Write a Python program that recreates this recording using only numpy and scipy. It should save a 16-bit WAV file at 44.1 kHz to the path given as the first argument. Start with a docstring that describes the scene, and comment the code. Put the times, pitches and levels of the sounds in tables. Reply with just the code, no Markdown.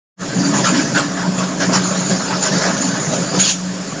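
"""Foam shredder, close by, in a workshop: knives chip slabs in a dense stream of tiny fractures.
Each bite swells into clatter, crunch, rasp and hiss. Foam rubbing on steel squeaks.
The rotor hums at the knife-pass rate; lumps that catch in it thump the steel hopper.
Behind it: low workshop rumble and a short room tail."""
import sys
import numpy as np
from scipy import signal
from scipy.fft import rfft, irfft
from scipy.io import wavfile
from scipy.ndimage import uniform_filter1d, minimum_filter1d

SR = 44100
rng = np.random.default_rng(int(sys.argv[2]) if len(sys.argv) > 2 else 0)


def generate_wav(signal):
    """Clip the signal to [-1, 1] and save it as 16-bit WAV at the path in sys.argv[1]."""
    frames = np.transpose(np.atleast_2d(signal))
    scaled = np.clip(frames, -1, 1) * 32767
    pcm = np.round(scaled).astype(np.int16)
    wavfile.write(sys.argv[1], SR, pcm)


N = 176400

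# workshop rumble: spectrum (f/Hz, gain/dB), level
RUMBLE_EQ, RUMBLE_DB = [(55, -25.5), (110, -17.5), (600, -29)], -31.5
# rotor hum between thumps: t/s, level/dB
HUM_LEVELS = [(.2, -25.5), (.32, -43), (.42, -24.5), (.78, -25.5), (.84, -44), (1.06, -37), (1.12, -25),
              (1.5, -20), (1.74, -22.5), (1.86, -15), (2.24, -27.5), (3.45, -30), (3.6, -22.5), (3.8, -23),
              (4, -43)]
# steady hopper boom: t/s, level/dB
BOOM_LEVELS = [(.3, -31), (.42, -21.5), (1.05, -26.5), (1.85, -26), (2.2, -29.5), (3.3, -26.5), (3.52, -35)]
# resonances: f/Hz, nominal width/Hz, level/dB
HOPPER_MODES = [(256, 27, -4.5), (280.8, 33, 2)]
HOUSING_AIR_MODES = [(133.1, 11.8, -1), (155.1, 18.5, 2.5), (203.6, 8.3, 1.5)]
# lumps catching in the rotor: t/s, hum surge/dB, hopper boom/dB
LUMP_THUMPS = [(0.357, -15.5, -17), (.67, -19, -27), (.712, -34, -15.5), (.775, -29, -16),
               (0.926, -19.5, -20.5), (1.261, -16, -41), (1.669, -16.5, -21.5), (2.106, -15.5, -36),
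               (2.325, -21.5, -28), (2.528, -15.5, -18.5), (2.675, -24.5, -27), (2.797, -27, -17.5),
               (2.847, -21, -34), (3.175, -23.5, -35), (3.365, -15, -26)]
# foam on steel: t/s, f/Hz, level/dB
LOUD_SQUEAKS = [(0.439, 4640, -22), (2.805, 6830, -19.5), (3.397, 6640, -7), (3.428, 3307, -18.5),
                (3.461, 4380, -19)]
# steady chipping between bites: t/s, crunch/dB, hiss/dB
FEED_LEVELS = [(.2, -33, -36.5), (.42, -28, -26), (.8, -27.5, -25), (1.12, -30, -32), (1.55, -30.5, -31.5),
               (1.85, -28, -24.5), (2.24, -28, -26), (2.9, -28.5, -26), (3.35, -28, -28.5),
               (3.6, -37.5, -34), (4, -33.5, -33.5)]
# knife bites: t/s, length/s, clatter/dB, crunch/dB, rasp/dB, hiss/dB
KNIFE_BITES = [(0.532, 0.075, -36, -23, -44, -23.5), (0.633, 0.057, -36, -21.5, -23.5, -21.5),
               (0.736, 0.065, -43, -22, -27.5, -25.5), (0.94, 0.057, -25, -18.5, -23.5, -25.5),
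               (1.163, 0.064, -32, -23.5, -40, -32), (1.369, 0.079, -29.5, -29, -34, -28.5),
               (1.593, 0.048, -23, -22, -33, -24), (1.683, 0.047, -19, -24, -51, -50),
               (1.721, 0.049, -33, -17, -29.5, -21), (2.083, 0.041, -23.5, -34, -60, -25),
               (2.298, 0.034, -29, -19, -46, -39), (2.417, 0.069, -31, -23.5, -44, -19.5),
               (2.512, 0.074, -27, -24, -40, -23.5), (2.606, 0.089, -21, -20, -60, -25),
               (2.811, 0.013, -30, -25, -46, -29), (3.11, 0.037, -21.5, -58, -33, -23.5),
               (3.331, 0.039, -18, -28, -39, -23), (3.386, 0.029, -31, -23.5, -22.5, -10.5),
               (3.424, 0.085, -43, -48, -23.5, -16)]
# chipping spectra: f/Hz, gain/dB
CLATTER_EQ = [(230, -29), (330, -10), (395, 1), (490, -1.5), (660, 1), (790, -8.5), (1300, -27.5)]
CRUNCH_EQ = [(550, -33.5), (850, -0.5), (1200, 0), (1720, 0.5), (2050, -9.5), (5000, -28)]
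RASP_EQ = [(1500, -27), (2400, 5), (3300, 10), (3800, 4), (4600, 5), (5600, -18), (6800, 0.5)]
HISS_EQ = [(1200, -45), (2200, -8), (3800, -6), (4700, 0.5), (6200, -0.5), (6700, 5), (7100, 7),
           (7500, -14), (8000, -37.5)]

ATTACK_S, RELEASE_S, THUMP_S = 0.014, 0.024, 0.037
ROOM_T60_S, ROOM_MID_DB, ROOM_SIDE_DB, PAN_DB = 0.15, -10, -20.5, -27.5
KNIFE_PASS_HZ, ROTOR_DRIFT, HUM_FLUTTER_DB = 183.4, 0.0099, 3
STIR_DB, THUD_DB, CLATTER_DB = 1, -8, 0.5
SQUEAK_S, RUB_HZ, RUB_LOG_SPREAD, RUB_GAIN_DB = 0.0311, 5730, .15, -6
START_S, FADE_S, CEILING = 0.16, 0.056, .8
BAND_HZ, MIRROR_CARRIER_HZ, MIRROR_DB, TOP_HZ = 7650, 16000, -16, 9450


def undb(db):
    """dB to gain."""
    return 10 ** (np.asarray(db) / 20)


def unit(x):
    """Scale to rms 1."""
    return x / np.sqrt(np.mean(x ** 2) + 1e-18)


def curve(table, column=1):
    """Gain over time from one dB column."""
    rows = np.array(table)
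    return undb(np.interp(np.arange(N) / SR, rows[:, 0], rows[:, column]))


def walk(rate_hz):
    """Smooth random drift, rms 1."""
    f = np.arange(N // 2 + 1) * SR / N
    return unit(irfft(rfft(rng.standard_normal(N)) * np.exp(-(f / rate_hz) ** 2), N))


def colour(x, eq):
    """Filter by (f/Hz, gain/dB) points; rms 1."""
    points, f = np.array(eq), np.arange(N // 2 + 1) * SR / N
    gain_db = np.interp(np.log(f + 1), np.log(points[:, 0]), points[:, 1])
    return unit(irfft(rfft(x) * undb(gain_db), N))


def ring(x, modes):
    """Steep-sided resonances driven by x."""
    out = 0
    for hz, width_hz, db in modes:
        b, a = signal.iirpeak(hz, hz / (1.39 * width_hz), fs=SR)
        out = out + undb(db) * unit(signal.lfilter(b, a, signal.lfilter(b, a, x)))
    return unit(out)


def clicks(per_s, spread_db):
    """Impulses of random time, size and sign."""
    size = undb(spread_db * np.minimum(rng.exponential(size=N), 2))
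    return unit((rng.random(N) < per_s / SR) * size * np.sign(rng.standard_normal(N)))


def swell(start_s, length_s):
    """Envelope of one blow: attack, hold, release."""
    age_s = np.arange(N) / SR - start_s
    return np.clip(age_s / ATTACK_S, 0, 1) * np.exp(-np.maximum(age_s - length_s, 0) / RELEASE_S)


def rumble(db):
    """Workshop background: steady low noise."""
    return undb(db) * colour(rng.standard_normal(N), RUMBLE_EQ)


def room(x):
    """Diffuse tail from walls and clutter."""
    t = np.arange(SR // 2) / SR
    tail = rng.standard_normal(len(t)) * np.exp(-np.log(1000) * t / ROOM_T60_S) * (t > .003)
    return signal.fftconvolve(x, tail / np.sqrt(np.sum(tail ** 2)))[:N]


def thumps(column):
    """Lumps catch in the rotor: power sum of their envelopes."""
    return np.sqrt(sum((undb(row[column]) * swell(row[0], THUMP_S)) ** 2 for row in LUMP_THUMPS))


def rotor():
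    """Passing knives push air; the hum wavers in pitch and level and surges at each thump."""
    phase = 2 * np.pi * np.cumsum(KNIFE_PASS_HZ * (1 + ROTOR_DRIFT * walk(16.4))) / SR
    flutter = unit(undb(HUM_FLUTTER_DB * walk(8)))
    return unit(np.sin(phase)) * np.hypot(flutter * curve(HUM_LEVELS), thumps(column=1))


def hopper():
    """Tumbling lumps drum on the hopper and stir the housing air; thumps swell both."""
    load = curve(BOOM_LEVELS)
    boom = ring(clicks(900, 0.94), HOPPER_MODES) * np.hypot(load, thumps(column=2))
    stir = np.sqrt(load * curve(FEED_LEVELS)) * undb(STIR_DB + 2 * walk(20))
    thud = undb(THUD_DB) * thumps(column=1)
    return boom + ring(clicks(1200, 0.68), HOUSING_AIR_MODES) * np.hypot(stir, thud)


def squeak(start_s, hz, length_s, glide=0.043, roughness=.03):
    """Stick-slip of foam on steel: one short, rough glide."""
    progress, out = np.linspace(0, 1, int(length_s * SR)), np.zeros(N + SR)
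    jitter = np.interp(progress * length_s, np.arange(SR) / 1000, rng.standard_normal(SR))
    pitch_hz = hz * (1 + glide * rng.standard_normal() * (progress - .5) + roughness * jitter)
    tone = np.sqrt(2) * np.sin(2 * np.pi * np.cumsum(pitch_hz) / SR)
    at = int(start_s * SR)
    out[at:at + len(tone)] = np.sin(np.pi * progress) * tone
    return out[:N]


def rubbing(count=90):
    """Foam rubs on steel: a few loud squeaks, many small ones that follow the feed."""
    loud = sum(undb(db) * squeak(start_s, hz, SQUEAK_S) for start_s, hz, db in LOUD_SQUEAKS)
    small = 0
    for when, size, stretch in rng.random((count, 3)):
        hz = RUB_HZ * np.exp(RUB_LOG_SPREAD * rng.standard_normal())
        small += size * squeak(when * N / SR, hz, SQUEAK_S * (.5 + 2 * stretch))
    feed = curve(FEED_LEVELS, column=2)
    return loud + undb(RUB_GAIN_DB) * small * feed * unit(feed)


def fractures(eq, per_s, spread_db, depth_db, rate_hz):
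    """Click stream; its bands swell and fade separately as pieces of changing size break off."""
    spectrum = rfft(colour(clicks(per_s, spread_db), eq))
    band_index = 12 * np.log1p(np.arange(N // 2 + 1) * SR / N / 1200)
    bands = (irfft(spectrum * np.maximum(1 - abs(band_index - k), 0), N) for k in range(26))
    return unit(sum(band * undb(depth_db * walk(rate_hz)) for band in bands))


def bites(column):
    """Knives bite the slab: power sum of their envelopes."""
    return np.sqrt(sum((undb(row[column]) * swell(row[0], row[1])) ** 2 for row in KNIFE_BITES))


def chipping():
    """Knives chip foam: clatter of lumps; crunch, rasp and hiss of bursting cells."""
    feed = curve(FEED_LEVELS)
    clatter = fractures(CLATTER_EQ, per_s=1500, spread_db=0.69, depth_db=2.35, rate_hz=14.5)
    crunch = fractures(CRUNCH_EQ, per_s=4000, spread_db=0.94, depth_db=3.9, rate_hz=22)
    rasp = fractures(RASP_EQ, per_s=8000, spread_db=0.9, depth_db=4.4, rate_hz=45)
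    hiss = fractures(HISS_EQ, per_s=12000, spread_db=3.4, depth_db=3.3, rate_hz=14.7)
    return (clatter * np.hypot(feed * undb(CLATTER_DB), bites(column=2))
            + crunch * np.hypot(feed, bites(column=3))
            + rasp * bites(column=4)
            + hiss * np.hypot(curve(FEED_LEVELS, column=2), bites(column=5)))


def scene():
    """Machine ahead, foam slightly right, room a little wide."""
    foam, body = chipping() + rubbing(), rotor() + hopper()
    mid = body + foam + undb(ROOM_MID_DB) * room(foam) + rumble(RUMBLE_DB)
    side = undb(ROOM_SIDE_DB) * room(foam + undb(-14.0) * body) + rumble(db=-45.5)
    return np.array([mid + side, mid - side]) + undb(PAN_DB) * foam * np.array([[-1], [1]])


def record(dry):
    """Fade-in, band limit, treble faintly mirrored upward, peak limiter, low-pass."""
    t = np.arange(N) / SR
    x = dry * np.clip((t - START_S) / FADE_S, 0, 1) ** 3
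    x = signal.sosfilt(signal.ellip(10, .3, 70, BAND_HZ, fs=SR, output="sos"), x)
    treble = signal.sosfilt(signal.butter(8, 6500, "high", fs=SR, output="sos"), x)
    x = x + undb(MIRROR_DB) * 2 * np.cos(2 * np.pi * MIRROR_CARRIER_HZ * t) * treble
    gain = CEILING / np.maximum(abs(x).max(axis=0), CEILING)
    x = x * uniform_filter1d(minimum_filter1d(gain, size=200), size=200)
    return signal.sosfilt(signal.ellip(10, .1, 90, TOP_HZ, fs=SR, output="sos"), x)


dry = scene()
out = record(dry)
generate_wav(out)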